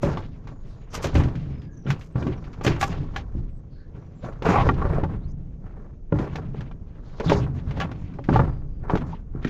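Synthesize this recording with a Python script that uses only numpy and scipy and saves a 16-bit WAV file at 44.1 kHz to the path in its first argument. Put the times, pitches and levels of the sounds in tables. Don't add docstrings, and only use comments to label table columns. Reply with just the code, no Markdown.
import sys
import numpy as np
from scipy import signal
from scipy.fft import rfft, irfft, next_fast_len
from scipy.io import wavfile

SR = 44100
rng = np.random.default_rng(int(sys.argv[2]) if len(sys.argv) > 2 else 0)


def file_out(sig):
    cols = np.atleast_2d(sig).T
    lim = np.clip(cols, -1, 1)
    pcm = np.round(lim * 32767).astype(np.int16)
    wavfile.write(sys.argv[1], SR, pcm)


N = 418509

# frequency in Hz, relative level in dB, undamped decay by 60 dB in seconds.
DRUM_MODES = [(66, -16, 0.054), (89, 0, 0.33), (109.3, -11, 0.18), (130.7, 3, 0.15), (151, 2, 0.22),
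              (182.4, 4.5, 0.092), (244.3, 4.5, 0.11), (297, 0.5, 0.16), (340.6, -9, 0.4),
              (402.4, -9, 0.37)]
# frequency in Hz, relative level in dB, undamped decay by 60 dB in seconds.
WALL_MODES = [(445, 8.5, 0.022), (560, 0, 0.1), (656, 2.5, 0.023), (799, 7, 0.038), (872, 2, 0.078),
              (988, 9.5, 0.018), (1150, 5.5, 0.038), (1389, 0, 0.042), (1580, -5, 0.033),
              (1840, -8.5, 0.024), (2380, -20.5, 0.038), (3020, -19.5, 0.013), (3400, -31.5, 0.0044)]
DRUM_LOW_HZ, DRUM_TOP_HZ, WALL_TOP_HZ = 68, 400, 2500


def amp(db):
    return 10 ** (np.asarray(db) / 20)


def rms_one(x):
    return x / np.sqrt(np.mean(x ** 2) + 1e-20)


def add(out, s, sound):
    at = round(s * SR)
    out[at:at + len(sound)] += sound[:N - at]


def drift(rate):
    r = np.exp(-2 * np.pi * rate / SR)
    noise = rng.standard_normal(N + SR)
    settled = signal.lfilter([1], [1, -2 * r, r * r], noise)[SR:]
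    return rms_one(settled)


def coloured(x, spectrum, low_hz=0, high_hz=SR):
    size = next_fast_len(N)
    hz = np.fft.rfftfreq(size, 1 / SR) + 1
    table = np.array(spectrum)
    edges = 1 / np.sqrt((1 + (low_hz / hz) ** 8) * (1 + (hz / high_hz) ** 8))
    curve_db = np.interp(np.log(hz), np.log(table[:, 0]), table[:, 1])
    return rms_one(irfft(rfft(x, size) * edges * amp(curve_db), size)[:N])


def grains(per_s, spread_db):
    sizes = amp(spread_db * np.minimum(rng.exponential(1, N), 4))
    signs = rng.choice([-1, 1], N)
    return sizes * signs * (rng.random(N) < per_s / SR)


def pressure():
    # full bite in seconds, hold in seconds, drum level in dB, wall level in dB, grit level in dB.
    strokes = [(0.045, 0.047, -21.5, -29, -46), (0.49, 0.01, -37, -45, -56),
               (0.949, 0.029, -38, -35.5, -45), (1.049, 0.01, -27.5, -30, -37),
               (1.17, 0.0041, -11.5, -25.5, -38.5), (1.36, 0.15, -29, -53, -58),
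               (1.881, 0.0067, -25.5, -33, -39.5), (2.181, 0.14, -27.5, -38, -51.5),
               (2.549, 0.47, -37.5, -58, -72), (2.7, 0.0048, -20.5, -27.5, -38),
               (2.83, 0.092, -28, -35.5, -47), (3.0, 0.071, -33.5, -58, -73),
               (3.14, 0.06, -34.5, -43.5, -52), (3.378, 0.0046, -26, -80, -57),
               (3.954, 0.01, -37, -48.5, -69), (4.253, 0.032, -34.5, -38, -55.5),
               (4.457, 0.098, -25, -19.5, -35), (4.509, 0.16, -17, -25.5, -44),
               (4.67, 0.0045, -26, -35, -57), (4.801, 0.2, -23.5, -32, -66),
               (5.099, 0.014, -25.5, -41, -60), (5.646, 0.2, -41.5, -50.5, -71),
               (6.148, 0.081, -25.5, -34.5, -51.5), (6.329, 0.068, -37, -41.5, -62.5),
               (6.56, 0.09, -35, -48, -58), (6.959, 0.01, -41, -49, -67), (7.248, 0.067, -31.5, -30, -40.5),
               (7.32, 0.02, -18.5, -26.5, -36.5), (7.37, 0.042, -21.5, -37.5, -47),
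               (7.55, 0.051, -32.5, -46.5, -57), (7.68, 0.033, -26, -43, -56),
               (7.771, 0.073, -27, -34, -48.5), (8.31, 0.095, -17, -27, -46.5),
               (8.844, 0.045, -36.5, -41.5, -80), (8.908, 0.045, -34, -31.5, -49.5),
               (9.0, 0.012, -23, -58, -50), (9.07, 0.057, -34.5, -45, -54),
               (9.359, 0.013, -30, -40.5, -67.5), (9.43, 0.083, -51, -48, -49.5)]
    # time in seconds, drum level in dB, wall level in dB.
    light_rubbing = [(0.0, -46, -61), (0.17, -31, -34), (0.3, -35.5, -58), (0.9, -43, -56),
                     (1.21, -26, -44), (1.95, -41.5, -69.5), (2.77, -35.5, -41.5), (3.65, -41, -66),
                     (4.34, -41, -57), (4.65, -28.5, -50), (4.86, -25.5, -43.5), (5.31, -33.5, -71),
                     (6.13, -46.5, -73.5), (6.32, -31, -48), (6.709, -34.5, -72), (7.19, -42, -46.5),
                     (7.4, -30, -63), (7.9, -30, -51.5), (9.49, -40, -79.5)]
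    # drum, wall and grit rise [dB per second].
    bite_db_per_s = (498.5, 601.5, 605)
    # drum, wall and grit fall [dB per second].
    ease_db_per_s = (109, 148.5, 245.5)
    grit_under_wall_db = -9.5

    t = np.arange(0, N / SR + .002, .002)
    s, drum_db, wall_db = np.transpose(light_rubbing)
    light = [np.interp(t, s, db) for db in (drum_db, wall_db, wall_db + grit_under_wall_db)]
    bite, held, *levels = np.array(strokes).T[:, :, None]
    early = np.maximum(bite - t, 0)
    late = np.maximum(t - bite - held, 0)
    gains = []
    for light_db, stroke_db, rise, ease in zip(light, levels, bite_db_per_s, ease_db_per_s):
        stroke_gains = amp(stroke_db - rise * early - ease * late)
        power = amp(light_db) ** 2 + (stroke_gains ** 2).sum(axis=0)
        gains.append(np.interp(np.arange(N) / SR, t, np.sqrt(power)))
    return gains


def ringing(x, modes, damping):
    out = 0
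    for hz, level_db, t60 in modes:
        r = amp(-60 / (t60 * damping * SR))
        w = 2 * np.pi * hz / SR
        mode = signal.lfilter([0, 1], [1, -2 * r * np.cos(w), r * r], x)
        out = out + amp(level_db) * rms_one(mode)
    return rms_one(out)


def patchy(x, spectrum):
    edges_hz = (2500, 3300, 4400, 5800, 7700, SR)
    flicker_db, flicker_hz = 5.5, 9.0

    whole = coloured(x, spectrum, low_hz=WALL_TOP_HZ)
    flat = [(10, 0), (SR, 0)]
    parts = [coloured(whole, flat, high_hz=hz) for hz in edges_hz[1:]]
    sizes = [np.mean(whole * part) for part in parts]
    lows = [0] + [size * part for size, part in zip(sizes, parts)]
    out = 0
    for lower, upper in zip(lows, lows[1:]):
        out = out + (upper - lower) * amp(flicker_db * drift(flicker_hz))
    return rms_one(out)


def drag():
    # frequency in Hz, relative level in dB per Hz.
    scrape = [(15, -43), (25, 4), (173, 8), (215, -6.5), (399, -6.5), (582, -12), (804, -19.5), (1110, -13),
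              (1660, -19), (3200, -35), (7000, -47.5), (8300, -71), (11000, -80), (12800, -68.5),
              (15500, -86.5)]
    drum_ring, wall_ring = 1.0, .6

    drum, wall, grit = pressure()
    clumps = drift(25)
    slips = grains(2000 * amp(3.0 * clumps), 1.3) * amp(2.83 * drift(60))
    heave = rng.standard_normal(N) * amp(1.16 * clumps)
    low = coloured(heave, scrape, DRUM_LOW_HZ, DRUM_TOP_HZ)
    low = low + drum_ring * ringing(heave, DRUM_MODES, damping=0.37)
    mid = coloured(slips, scrape, DRUM_TOP_HZ, WALL_TOP_HZ)
    mid = mid + wall_ring * ringing(slips, WALL_MODES, damping=1.0)
    high = patchy(grains(9000, 1.3) * amp(1.8 * clumps), scrape)
    return drum * rms_one(low) + wall * rms_one(mid) + grit * rms_one(high)


def rumble():
    # frequency in Hz, relative level in dB per Hz.
    spectrum = [(12, -34.5), (20, 1.5), (43, -4.5), (155, -19.5), (445, -7.5), (733, -22.5), (1080, -56),
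                (3970, -52.5), (6530, -42), (8620, -71.5), (15000, -64.5)]
    # time in seconds, level in dB.
    buffeting = [(0.0, -36), (0.9, -39), (1.14, -32), (1.95, -42), (3.33, -28), (4.1, -47.5), (4.62, -21.5),
                 (5.74, -37.5), (8.24, -36.5), (8.351, -25.5), (9.49, -34.5)]
    rumble_db, lumps_db = -54, 1.3

    deep = coloured(rng.standard_normal(N), spectrum, high_hz=DRUM_LOW_HZ)
    deep_db = np.interp(np.arange(N) / SR, *np.transpose(buffeting))
    steady = coloured(rng.standard_normal(N), spectrum)
    return amp(rumble_db + lumps_db * drift(2.4)) * steady + amp(deep_db) * deep


def rasps():
    # three swell times in seconds, full level in dB; two rows are out of order,
    # and the one at 7.777 s is unheard.
    swells = [(0.01, 0.027, 0.17, -40), (0.92, 0.949, 1.01, -27), (1.003, 1.038, 1.12, -28.5),
              (1.142, 1.137, 1.34, -39), (1.875, 1.905, 1.98, -42), (1.967, 1.997, 2.24, -55),
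              (2.624, 2.65, 2.74, -31.5), (2.782, 2.813, 2.96, -31.5), (7.777, 7.78, 6.7, -64)]
    # frequency in Hz, relative level in dB per Hz.
    spectrum = [(710, -15.5), (1200, -2), (1710, -14), (2650, -13.5), (3650, -19.5), (5730, -13),
                (6870, -14.5), (8790, -28), (10900, -31.5), (12800, -29), (15500, -43.5)]

    t, swell = np.arange(N) / SR, 0
    for *times, level_db in swells:
        swell = swell + amp(level_db) * np.interp(t, times, [0, 1, 0]) ** 3
    clumped = grains(6000, 3.2) * amp(3.0 * drift(70))
    return swell * coloured(clumped, spectrum)


def touch(chatter, s, t60, soft_s):
    at = round(s * SR)
    contact = chatter[at:at + round(t60 * SR)]
    dying = .3 * contact * amp(np.linspace(0, -60, len(contact)))
    return np.convolve(np.r_[1, dying], np.hanning(round(soft_s * SR)))


def struck(modes, favoured_hz, tilt_db, chance_db, contact):
    hz, level_db, t60 = np.array(modes).T[:, :, None]
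    t = np.arange(round(t60.max() * SR)) / SR
    octaves = np.log2(hz / favoured_hz)
    favour_db = 9 * np.exp(-(octaves / .2) ** 2)
    spot_db = favour_db + tilt_db * octaves + chance_db[:, None]
    decaying = amp(level_db + spot_db - 60 * t / t60)
    ring = (decaying * np.sin(2 * np.pi * hz * t)).sum(axis=0)
    sound = signal.fftconvolve(ring, contact)
    return sound / np.abs(sound).max()


def knocks():
    # start in seconds, ring's peak in dB, brightness in dB per octave,
    # grit level in dB, favoured pitch in Hz.
    wall_blows = [(0.031, -8.5, -15, -35, 590), (0.172, -19, -2, -35, 990), (0.472, -30, 9, -44, 1020),
                  (1.043, -15.5, -11, -24.5, 654), (1.152, -12.5, -5, -24, 613), (1.199, -20, 17, -35, 890),
                  (1.235, -23, 7, -34, 611), (1.866, -24.5, 18, -63, 563), (1.903, -18, 11, -22, 1090),
                  (2.158, -19.5, -8.5, -45.5, 1170), (2.225, -20.5, 22.5, -43, 870),
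                  (2.268, -19, -2, -38, 1170), (2.611, -22, 1, -41.5, 560), (2.649, -13, -7, -26, 566),
                  (2.676, -10.5, -7, -25, 1890), (4.422, -18.5, -16.5, -34.5, 770),
                  (4.454, -15, 17, -30, 756), (4.503, -10.5, -7, -27, 1000), (4.69, -5.5, 19, -37, 1080),
                  (4.817, -13, 4.5, -60, 1150), (4.853, -12, -13, -64, 1160), (4.983, -11, -32, -54, 633),
                  (5.036, -13, -9.5, -41, 1400), (6.123, -9.5, -14.5, -59, 1430),
                  (6.187, -23, 1, -36, 2400), (6.356, -21.5, -4, -31.5, 1190), (6.544, -26, -18, -61, 1150),
                  (6.607, -27.5, -6, -40.5, 1370), (6.713, -33, 25, -54, 1210),
                  (7.199, -17.5, -25, -33, 1480), (7.203, -17, -8, -61, 477), (7.296, -10.5, 3, -22, 1870),
                  (7.317, -3, -11.5, -44, 1900), (7.709, -22.5, -8, -37.5, 1530),
                  (7.769, -23, -10, -46, 810), (7.915, -25, 8, -40.5, 815), (8.187, -18, -12.5, -53, 690),
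                  (8.289, -5.5, -3.5, -42, 730), (8.328, -9, -16, -59, 750), (8.359, -1.5, 1, -33, 754),
                  (8.393, -4, -3.5, -52, 743), (8.897, -9, 1, -41, 696), (8.954, -7, -8.5, -33, 450),
                  (8.973, -17, 4, -37, 800), (9.447, -17, 27, -35, 1920)]
    # start in seconds, ring's peak in dB, brightness in dB per octave,
    # grit level in dB, favoured pitch in Hz.
    latch_snaps = [(2.664, -16.5, -5, -17, 2290), (2.811, -16.5, -6, -23.5, 1680), (2.827, -7, 1, -22, 980),
                   (3.161, -16.5, -8, -25, 1680), (3.181, -28, -3, -50, 2640), (7.8, -17, -4.5, -25, 900),
                   (7.812, -14, 4, -34, 1100)]
    # frequency in Hz, relative level in dB, decay by 60 dB in seconds.
    latch_modes = [(794, 0, .085), (1145, -3, .07), (1390, -7, .06), (1680, -3, .05), (2290, -12, .05),
                   (2640, -11, .07), (2950, -10, .06), (3380, -15, .07)]
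    # frequency in Hz, relative level in dB per Hz.
    grit_spectrum = [(880, -18.5), (1500, -9.5), (2310, -11.5), (3690, -19), (4610, -23), (5890, -26.5),
                     (7000, -31.5), (8200, -48), (11000, -56), (12800, -45), (15500, -57)]
    # start in seconds, level in dB before halving.
    small_ticks = [(1.0685, -32), (1.2837, -38.5), (1.353, -36), (1.6175, -44.5), (2.011, -37),
                   (2.441, -39.5), (2.53, -39.5), (2.717, -34), (2.911, -48), (4.326, -48), (4.7394, -39),
                   (4.777, -44), (4.9444, -39.5), (7.0963, -51), (8.137, -46.5), (8.24, -38.5),
                   (9.473, -30.5)]
    chatter_t60_s, puff_t60_s, puff_rise_s = .035, 0.081, 0.00091

    out, t = np.zeros(N), np.arange(SR // 5) / SR
    chatter = grains(2500, 6.1)
    grit = np.r_[coloured(grains(9000, 2.5), grit_spectrum), 0 * t]
    puff = amp(-60 * t / puff_t60_s) * np.minimum(t / puff_rise_s, 1)
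    for blows, modes in ((wall_blows, WALL_MODES), (latch_snaps, latch_modes)):
        chance = rng.normal(0, 3, (len(blows), len(modes)))
        for (s, peak_db, tilt_db, grit_db, hz), chance_db in zip(blows, chance):
            contact = touch(chatter, s, chatter_t60_s, soft_s=0.00036)
            add(out, s, amp(peak_db) * struck(modes, hz, tilt_db, chance_db, contact))
            add(out, s, amp(grit_db) * grit[round(s * SR):][:len(t)] * puff)
    for s, level_db in small_ticks:
        add(out, s, amp(level_db) / 2 * grit[round(s * SR):][:len(t)] * puff ** 0.68)
    return out


def thuds():
    # start in seconds, peak in dB before the high-pass, favoured pitch in Hz.
    pushes = [(0.039, -6, 107), (1.056, -13.5, 73.5), (1.153, -4.5, 166), (1.2, -12.5, 83.4),
              (1.857, -14.5, 110), (2.155, -8.5, 125), (2.223, -11.5, 145), (2.266, -9.5, 291),
              (2.665, -5.5, 140.4), (3.004, -15.5, 149), (3.351, -14, 109), (3.963, -30, 340),
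              (4.238, -22.5, 184), (4.489, -5.5, 187), (4.69, -2.5, 184), (5.031, -8, 171),
              (6.124, -5.5, 189), (6.197, -11.5, 177), (7.261, -10.5, 135), (7.297, -6.5, 152),
              (7.318, -10, 400), (8.287, -4, 182), (8.359, -5, 137), (8.394, -4.5, 141), (8.935, -2.5, 187),
              (9.35, -14.5, 297), (9.45, -7, 204)]

    out, judder = np.zeros(N), grains(300, 1.8)
    chance = rng.normal(0, 3, (len(pushes), len(DRUM_MODES)))
    for (s, peak_db, hz), chance_db in zip(pushes, chance):
        contact = touch(judder, s, 0.19, soft_s=0.0014)
        add(out, s, amp(peak_db) * struck(DRUM_MODES, hz, 1.0, chance_db, contact))
    return signal.sosfilt(signal.butter(2, DRUM_LOW_HZ, "high", fs=SR, output="sos"), out)


def birds_and_insect():
    # start and end in seconds, first and last pitch in Hz, level in dB.
    whistles = [(0.505, 0.66, 7060, 6600, -74), (0.754, 0.86, 6850, 6700, -75),
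                (1.514, 1.693, 5130, 4830, -72), (1.713, 1.865, 6400, 5600, -65.5),
                (2.125, 2.287, 8100, 7660, -80), (2.365, 2.415, 5940, 5300, -66),
                (3.5, 3.603, 7850, 7950, -84), (4.007, 4.103, 5900, 5700, -77),
                (4.153, 4.323, 7400, 6850, -72), (5.202, 5.27, 3400, 4500, -68),
                (5.275, 5.323, 4700, 5600, -67.5), (5.282, 5.322, 6030, 6700, -67.5),
                (8.452, 8.624, 4840, 4740, -77), (8.67, 8.824, 4800, 4720, -82)]

    out = np.zeros(N)
    waver, flutter_db = drift(400), 5 * drift(100)
    for start, end, first_hz, last_hz, level_db in whistles:
        span = slice(round(start * SR), round(end * SR))
        blur_hz = min(.04 * abs(last_hz - first_hz) / (end - start), 220)
        hz = np.linspace(first_hz, last_hz, span.stop - span.start) + blur_hz * waver[span]
        swell = np.hanning(len(hz)) ** 0.12 * amp(level_db + flutter_db[span])
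        add(out, start, swell * np.sin(2 * np.pi * np.cumsum(hz) / SR))
    return out


def groans():
    # start and end in seconds, first and last pitch in Hz,
    # width of each filter pole in Hz, level in dB.
    glides = [(0.9, 0.985, 5900, 5600, 1510, -54.5), (3.7, 3.86, 4500, 4250, 860, -69),
              (0.66, 0.776, 5500, 3370, 3200, -65.5), (1.6, 1.83, 1720, 1610, 140, -64.5),
              (1.858, 1.94, 143.4, 155, 22.2, -20), (3.75, 3.89, 1580, 1695, 313, -63),
              (7.26, 7.37, 165.4, 179, 23.1, -20.5), (7.34, 7.55, 118.5, 143.5, 24.8, -23.5),
              (2.24, 2.324, 246, 434, 67, -28), (4.23, 4.266, 473, 947, 40, -35.5),
              (4.453, 4.63, 2550, 2055, 810, -33.5), (4.5, 4.635, 795, 791, 140.4, -20),
              (4.519, 4.64, 1120, 1098, 226.8, -22), (7.196, 7.22, 1377, 1570, 162, -39),
              (7.201, 7.251, 468, 450, 55, -30), (7.279, 7.309, 3530, 3660, 600, -33.5),
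              (7.403, 7.464, 2900, 2600, 1500, -47.5), (9.032, 9.048, 784, 1110, 180, -43),
              (9.121, 9.151, 853, 888, 205, -36.5)]
    lead = 2000

    out = np.zeros(N)
    slips = rng.standard_normal(N) + 1j * rng.standard_normal(N)
    for start, end, first_hz, last_hz, width_hz, level_db in glides:
        part = slips[round(start * SR) - lead:round(end * SR)]
        r = np.exp(-np.pi * width_hz / SR)
        wobble = signal.lfilter([1], [1, -2 * r, r * r], part)[lead:]
        hz = np.linspace(first_hz, last_hz, len(wobble))
        turn = np.exp(2j * np.pi * np.cumsum(hz) / SR)
        swell = np.hanning(len(wobble)) ** 0.27
        add(out, start, amp(level_db) * swell * rms_one((wobble * turn).real))
    return out


def scene():
    return (drag() + rumble() + rasps() + knocks() + thuds() + birds_and_insect() + groans())[None]


def record(dry):
    cutoff_hz = 15720
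    rounded = 0.71 * np.tanh(dry / 0.92)
    return signal.sosfilt(signal.cheby2(30, 60, cutoff_hz, fs=SR, output="sos"), rounded)


dry = scene()
out = record(dry)
file_out(out)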